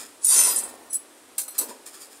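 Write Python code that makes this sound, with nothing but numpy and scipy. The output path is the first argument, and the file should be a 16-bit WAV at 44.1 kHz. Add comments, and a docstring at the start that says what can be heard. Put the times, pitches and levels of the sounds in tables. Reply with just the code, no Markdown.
"""An open shed, one microphone close to a wooden bench where a steel bar is bent with a hand lever.
Over the outdoor air, steel rubs and the bench gives a soft knock. From 0.2 s the bar sticks and slips
past the pins: a gritty scrape, a squeak, then a squeal in its own modes, two groans and a few clinks.
At 0.9 s the lever squeaks as it comes off. From 1.4 s it clinks back onto the pins, knocks the bench
and rubs into place with one thin whistle."""
import sys
import numpy as np
from scipy import signal
from scipy.fft import rfft, irfft
from scipy.io import wavfile

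SR = 44100
rng = np.random.default_rng(int(sys.argv[2]) if len(sys.argv) > 2 else 0)


def waveform_to_disk(signal):
    """Save audio, clipped to [-1, 1], as 16-bit WAV at the path in sys.argv[1]."""
    frames = np.transpose(np.atleast_2d(signal))
    scaled = np.clip(frames, -1, 1) * 32767
    samples = np.round(scaled).astype(np.int16)
    wavfile.write(sys.argv[1], SR, samples)


N = 97020
T = np.arange(N) / SR
STRIKE_RISE_S, STEEL_T60_S, PIVOT_HZ = 0.002, 0.24, 8900


def amp(db):
    """Decibels to gain."""
    return 10 ** (np.asarray(db) / 20)


def unit(x):
    """Scales to rms 1."""
    return x / np.sqrt(np.mean(abs(x) ** 2) + 1e-20)


def colour(x, points, tilt_db=0):
    """Filters by a spectrum, tilted per octave and falling away below its first point; rms 1."""
    hz = np.fft.rfftfreq(N, 1 / SR) + 1
    point_hz, db = np.transpose(points)
    octave = np.log2(np.clip(hz, point_hz.min(), point_hz.max()))
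    gain = amp(np.interp(octave, np.log2(point_hz), db) + tilt_db * octave)
    low_cut = np.minimum(hz / point_hz.min(), 1) ** 2
    return unit(irfft(rfft(x) * gain * low_cut, N))


def wander(hz):
    """Complex random motion up to about the given rate."""
    noise = rng.standard_normal((N, 2)) @ [1, 1j]
    return unit(np.fft.ifft(noise / (1 + (np.fft.fftfreq(N, 1 / SR) / hz) ** 4)))


def tone(hz, motion):
    """A vibrating mode whose level and phase are disturbed by motion."""
    return unit(((1 + motion) * np.exp(2j * np.pi * (hz * T + rng.random()))).real)


def stroke(start, rise, t60, hold=0):
    """Straight rise, hold, exponential release."""
    return np.clip((T - start) / rise, 0, 1) * amp(-60 * np.maximum(T - start - rise - hold, 0) / t60)


def grit(grains_per_s=5400, spread_db=1.5):
    """Dense micro-slips of uneven size."""
    size = amp(spread_db * np.minimum(rng.exponential(1, N), 4))
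    return size * rng.standard_normal(N) * (rng.random(N) < grains_per_s / SR)


def ringing(x, low_hz, high_hz, t60, modes=260, direct=0.25):
    """Passes x through the many weak modes of bar, pins and bench, scattered over a band."""
    scatter_hz = rng.uniform(-0.62, 0.52, modes) * (high_hz - low_hz) / modes
    hz = np.linspace(low_hz, high_hz, modes) + scatter_hz
    lines = np.bincount(np.round(hz * N / SR).astype(int), rng.standard_normal(modes), N // 2 + 1)
    ring = irfft(1j * lines, N) * amp(-60 * T / t60)
    return unit(irfft(rfft(x) * rfft(ring), N)) + direct * unit(x)


def judder(depth_db=1.2):
    """Uneven grip: a quick random swing of the level."""
    return unit(amp(depth_db * unit(wander(hz=90).real)))


def contacts(rows, body):
    """Short gritty contacts heard through a body's spectrum."""
    rasp = ringing(grit(), 219, 14000, t60=0.016) + 0.22 * unit(grit())
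    return sum(amp(db) * stroke(start, rise, t60) * colour(rasp, body, tilt_db)
               for start, db, rise, t60, tilt_db in rows)


# Ambience around the shed: (frequency [Hz], level [dB])
AIR_SPECTRUM = [(35, -49), (95, -12), (170, -23), (260, 2), (600, -1), (1850, -8.5), (6400, -13.5),
                (9000, -7), (16000, -25.5)]


def outdoor_air(level_db=-51.5):
    """Steady outdoor noise reaches the microphone through the open sides."""
    return amp(level_db) * colour(rng.standard_normal(N), AIR_SPECTRUM)


# Light rubs: (time [s], level [dB], rise [s], t60 [s], tilt [dB/octave])
RUBS = [(-.01, -37, 0.011, 0.35, -3.5), (.678, -40.5, 0.022, 0.032, 4), (.927, -28, 0.0053, 0.13, 7),
        (1.537, -45.5, 0.016, 0.86, -4.5), (1.683, -40.5, 0.008, 0.18, -3),
        (1.857, -38, 0.0056, 0.25, -1.5), (1.925, -43.5, 0.026, 0.26, -3.5), (1.997, -40.5, 0.022, 0.2, -1),
        (2.1, -48, 0.024, 0.48, -2)]
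# Rubbed steel at close range: (frequency [Hz], level [dB])
RUB_SPECTRUM = [(300, -20.5), (1500, -15), (2500, -13.5), (6500, -7), (9600, 1.5), (11500, -11),
                (16000, -3)]


def rubs():
    """Steel slides lightly on steel with a bright rasp."""
    return contacts(RUBS, RUB_SPECTRUM)


# Knocks into the bench: (time [s], level [dB], rise [s], t60 [s], tilt [dB/octave])
KNOCKS = [(-.01, -50.5, 0.042, 0.18, -8), (1.587, -39.5, 0.031, 0.42, -1.5), (1.685, -43, 0.011, 0.29, 0.5)]
# The bench's wooden body: (frequency [Hz], level [dB])
BENCH_SPECTRUM = [(165, -38), (235, -2.5), (450, -4.5), (760, -5.5), (1000, -7.5), (1250, -36), (1750, -10),
                  (5000, -89)]


def bench_knocks():
    """The wood answers each contact with a dull knock."""
    return contacts(KNOCKS, BENCH_SPECTRUM)


# Course of the scrape in three bands: (time [s], level [dB])
TREBLE_LEVELS = [(.21, -56), (.243, -28), (.28, -25), (.305, -20.5), (.485, -24.5), (.54, -33), (.6, -30),
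                 (.625, -58), (.76, -53)]
MIDDLE_LEVELS = [(.22, -59), (.275, -50), (.32, -37.5), (.39, -30), (.49, -34.5), (.54, -40.5), (.7, -55.5),
                 (.9, -88.5)]
BASS_LEVELS = [(.29, -100), (.36, -42.5), (.49, -42.5), (.67, -44.5), (.8, -52.5), (.9, -52.5)]
# Colour of each band: (frequency [Hz], level [dB])
TREBLE_SPECTRUM = [(2500, -33), (4500, -16), (9100, 0), (10400, -4), (12000, -25), (14300, -26),
                   (16000, -42)]
MIDDLE_SPECTRUM = [(350, -14.5), (700, -4), (1000, 0.5), (1400, -7), (1850, -1), (2400, -7), (5000, -4.5),
                   (8000, -48)]
BASS_SPECTRUM = [(100, -13), (165, -25), (235, -1.5), (1050, -4.5), (2200, -24.5)]


def scrape():
    """Scale grinds between bar and pin and rings the steel; the bench joins in as the load grows."""
    bands = ((TREBLE_LEVELS, TREBLE_SPECTRUM, ringing(grit(), 2500, 15500, STEEL_T60_S)),
             (MIDDLE_LEVELS, MIDDLE_SPECTRUM, ringing(grit(), 404.4, 9000, t60=0.07)),
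             (BASS_LEVELS, BASS_SPECTRUM, grit()))
    out = np.zeros(N)
    for levels, spectrum, grinding in bands:
        times, db = np.transpose(levels)
        sounding = (T > times[0]) * (T < times[-1])
        out += amp(np.interp(T, times, db)) * sounding * colour(grinding, spectrum)
    return judder() * out


# The lever's modes: (frequency [Hz], level when struck [dB], level when squeaking [dB])
LEVER_MODES = [(4170, -19, -35), (5925, -11, -26), (7915, -6, -20), (8015, -7, -9), (8325, -6, -22),
               (9150, -6, -25), (9228, -14, -16), (9520, -6, -30), (10138, -4, 0), (10240, -7, -24),
               (12270, -5, -22), (13380, -9, -19)]
# Slips of the lever: (time [s], level [dB], rise [s], hold [s], t60 [s], tilt [dB/octave])
SQUEAKS = [(.245, -15, .002, .002, .025, 0), (.896, -35, .012, .007, .22, -17),
           (.928, -28, .005, .004, .06, -2), (.939, -22.5, .005, .012, .1, 1)]
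TONE_WAVER, TONE_WAVER_HZ = 0.83, 70


def lever_squeaks():
    """Friction picks out a few of the lever's modes as it slips on the steel."""
    out = np.zeros(N)
    hz, _, db = np.transpose(LEVER_MODES)
    modes = np.array([tone(f, TONE_WAVER * wander(TONE_WAVER_HZ)) for f in hz])
    for start, level_db, rise, hold, t60, tilt_db in SQUEAKS:
        weights = amp(db + tilt_db * np.log2(np.maximum(hz, 6000) / PIVOT_HZ))
        out += amp(level_db) * stroke(start, rise, t60, hold) * unit(weights @ modes)
    return out


# Bar modes fed by the sliding contact: (frequency [Hz], relative level [dB], caught [s], released [s])
BAR_MODES = [(3640, -41, .31, .35), (4710, -37, .315, .345), (4975, -42, .43, .56), (5292, -34, .375, .44),
             (5857, -34, .315, .48), (6195, -26, .37, .4), (6843, -27, .32, .38), (7499, -36, .3, .46),
             (7965, -33, .31, .5), (8549, -28, .315, .47), (8748, -32, .325, .5), (9008, -15, .262, .325),
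             (9097, -18, .385, .448), (9399, -24, .44, .485), (9926, -26, .295, .345),
             (10524, -26, .325, .39), (11441, -30, .31, .42), (11954, -29, .41, .51),
             (13130, -38, .32, .425), (13808, -42, .46, .55), (14103, -35, .275, .375),
             (15262, -43, .35, .52)]
# Modes that ping as the bar breaks loose: (frequency [Hz], level [dB])
PING_MODES = [(5292, -44), (6843, -29.5), (13130, -27)]
# Lightly damped modes that outlast the pull: (frequency [Hz], level [dB], t60 [s])
LINGERING_MODES = [(1820, -54, 1.6), (10600, -43, 0.49)]


def bar_squeal(break_s=0.249, gain_db=-0.5, swell_db_per_s=297, fade_db_per_s=213):
    """The bar breaks loose with a ping; stick-slip keeps its modes singing in turn, and a few ring on."""
    waver, waver_hz = 0.5, 28
    sliding = np.clip((T - break_s) / STRIKE_RISE_S, 0, 1)
    chatter = 0.4 * wander(hz=217).real
    out = np.zeros(N)
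    for hz, db, caught, released in BAR_MODES:
        drop_db = swell_db_per_s * np.maximum(caught - T, 0) + fade_db_per_s * np.maximum(T - released, 0)
        out += sliding * amp(gain_db + db - drop_db) * tone(hz, waver * wander(waver_hz) + chatter)
    for hz, db in PING_MODES:
        out += amp(db) * stroke(break_s, STRIKE_RISE_S, STEEL_T60_S) * tone(hz, chatter)
    for hz, db, t60 in LINGERING_MODES:
        out += amp(db) * stroke(start=0.496, rise=0.073, t60=t60) * tone(hz, waver * wander(waver_hz))
    return out


# Brief tones: (time [s], level [dB], rise [s], t60 [s], frequency [Hz])
BRIEF_TONES = [(.3, -40.5, 0.038, 0.24, 1061), (.472, -33, 0.014, 0.099, 996),
               (1.711, -38, 0.0025, 0.032, 974), (1.98, -46.5, 0.045, 0.11, 4670)]


def brief_tones():
    """Single modes: two groans under load, a short ringing knock on the bench, then one thin whistle."""
    return sum(amp(db) * stroke(start, rise, t60) * tone(hz, TONE_WAVER * wander(TONE_WAVER_HZ))
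               for start, db, rise, t60, hz in BRIEF_TONES)


# Lever on steel: (time [s], level [dB], clack re ring [dB], narrowing about PIVOT_HZ [dB/octave], t60 [s])
CLINKS = [(.559, -21, -0.5, 45, 0.13), (0.585, -26, -2.5, 8, 0.12), (0.633, -30.5, -4.5, 33, 0.18),
          (1.380, -25, 0.5, 1, 0.2), (1.479, -34.5, -9.5, -6.5, 0.23), (1.58, -24, -3, 1, 0.17),
          (1.586, -24, -5.5, 0.5, .1), (1.613, -44.5, 9, -3, 0.2)]
# The hard clack at close range: (frequency [Hz], level [dB])
CLACK_SPECTRUM = [(700, -15.5), (3500, -12), (7000, -4), (8500, 2), (10300, -0.5), (11500, -3.5),
                  (14500, -6), (16000, -11)]


def lever_clinks(waver=9.3, waver_hz=73):
    """Each contact is a short clatter that rings the lever's modes, in a narrower band under load."""
    out = np.zeros(N)
    hz, db, _ = np.transpose(LEVER_MODES)
    modes = np.array([tone(f, waver * wander(waver_hz)) for f in hz])
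    clatter = ringing(grit(), 113.4, 16000, t60=0.11) * judder()
    for start, level_db, clack_db, narrow_db, t60 in CLINKS:
        ring = unit(amp(db - narrow_db * abs(np.log2(hz / PIVOT_HZ))) @ modes)
        spectrum = [(f, band_db - narrow_db * abs(np.log2(f / PIVOT_HZ))) for f, band_db in CLACK_SPECTRUM]
        clack = amp(clack_db) * colour(clatter, spectrum)
        out += amp(level_db) * stroke(start, STRIKE_RISE_S, t60) * (ring + clack)
    return out


def shed_reflections(x, level_db=-15.5, echoes_per_s=3000):
    """Roof and posts scatter faint echoes, well below the direct sound this close to the bench."""
    echoes = rng.standard_normal(N) * (rng.random(N) < echoes_per_s / SR)
    tail = echoes * stroke(start=0.0022, rise=0.0042, t60=0.18)
    return amp(level_db) * signal.fftconvolve(x, tail / np.linalg.norm(tail))[:N]


def scene():
    """At the microphone, in mono: the bench up close, the shed and the outdoor air behind it."""
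    work = bar_squeal() + scrape() + lever_clinks() + lever_squeaks()
    work += brief_tones() + rubs() + bench_knocks()
    return (work + outdoor_air() + shed_reflections(work))[None]


def record(dry):
    """The recorder's band limit."""
    lowpass = signal.firwin(511, cutoff=15780, window=("kaiser", 9), fs=SR)
    return signal.oaconvolve(dry, lowpass[None], "same")


dry = scene()
out = record(dry)
waveform_to_disk(out)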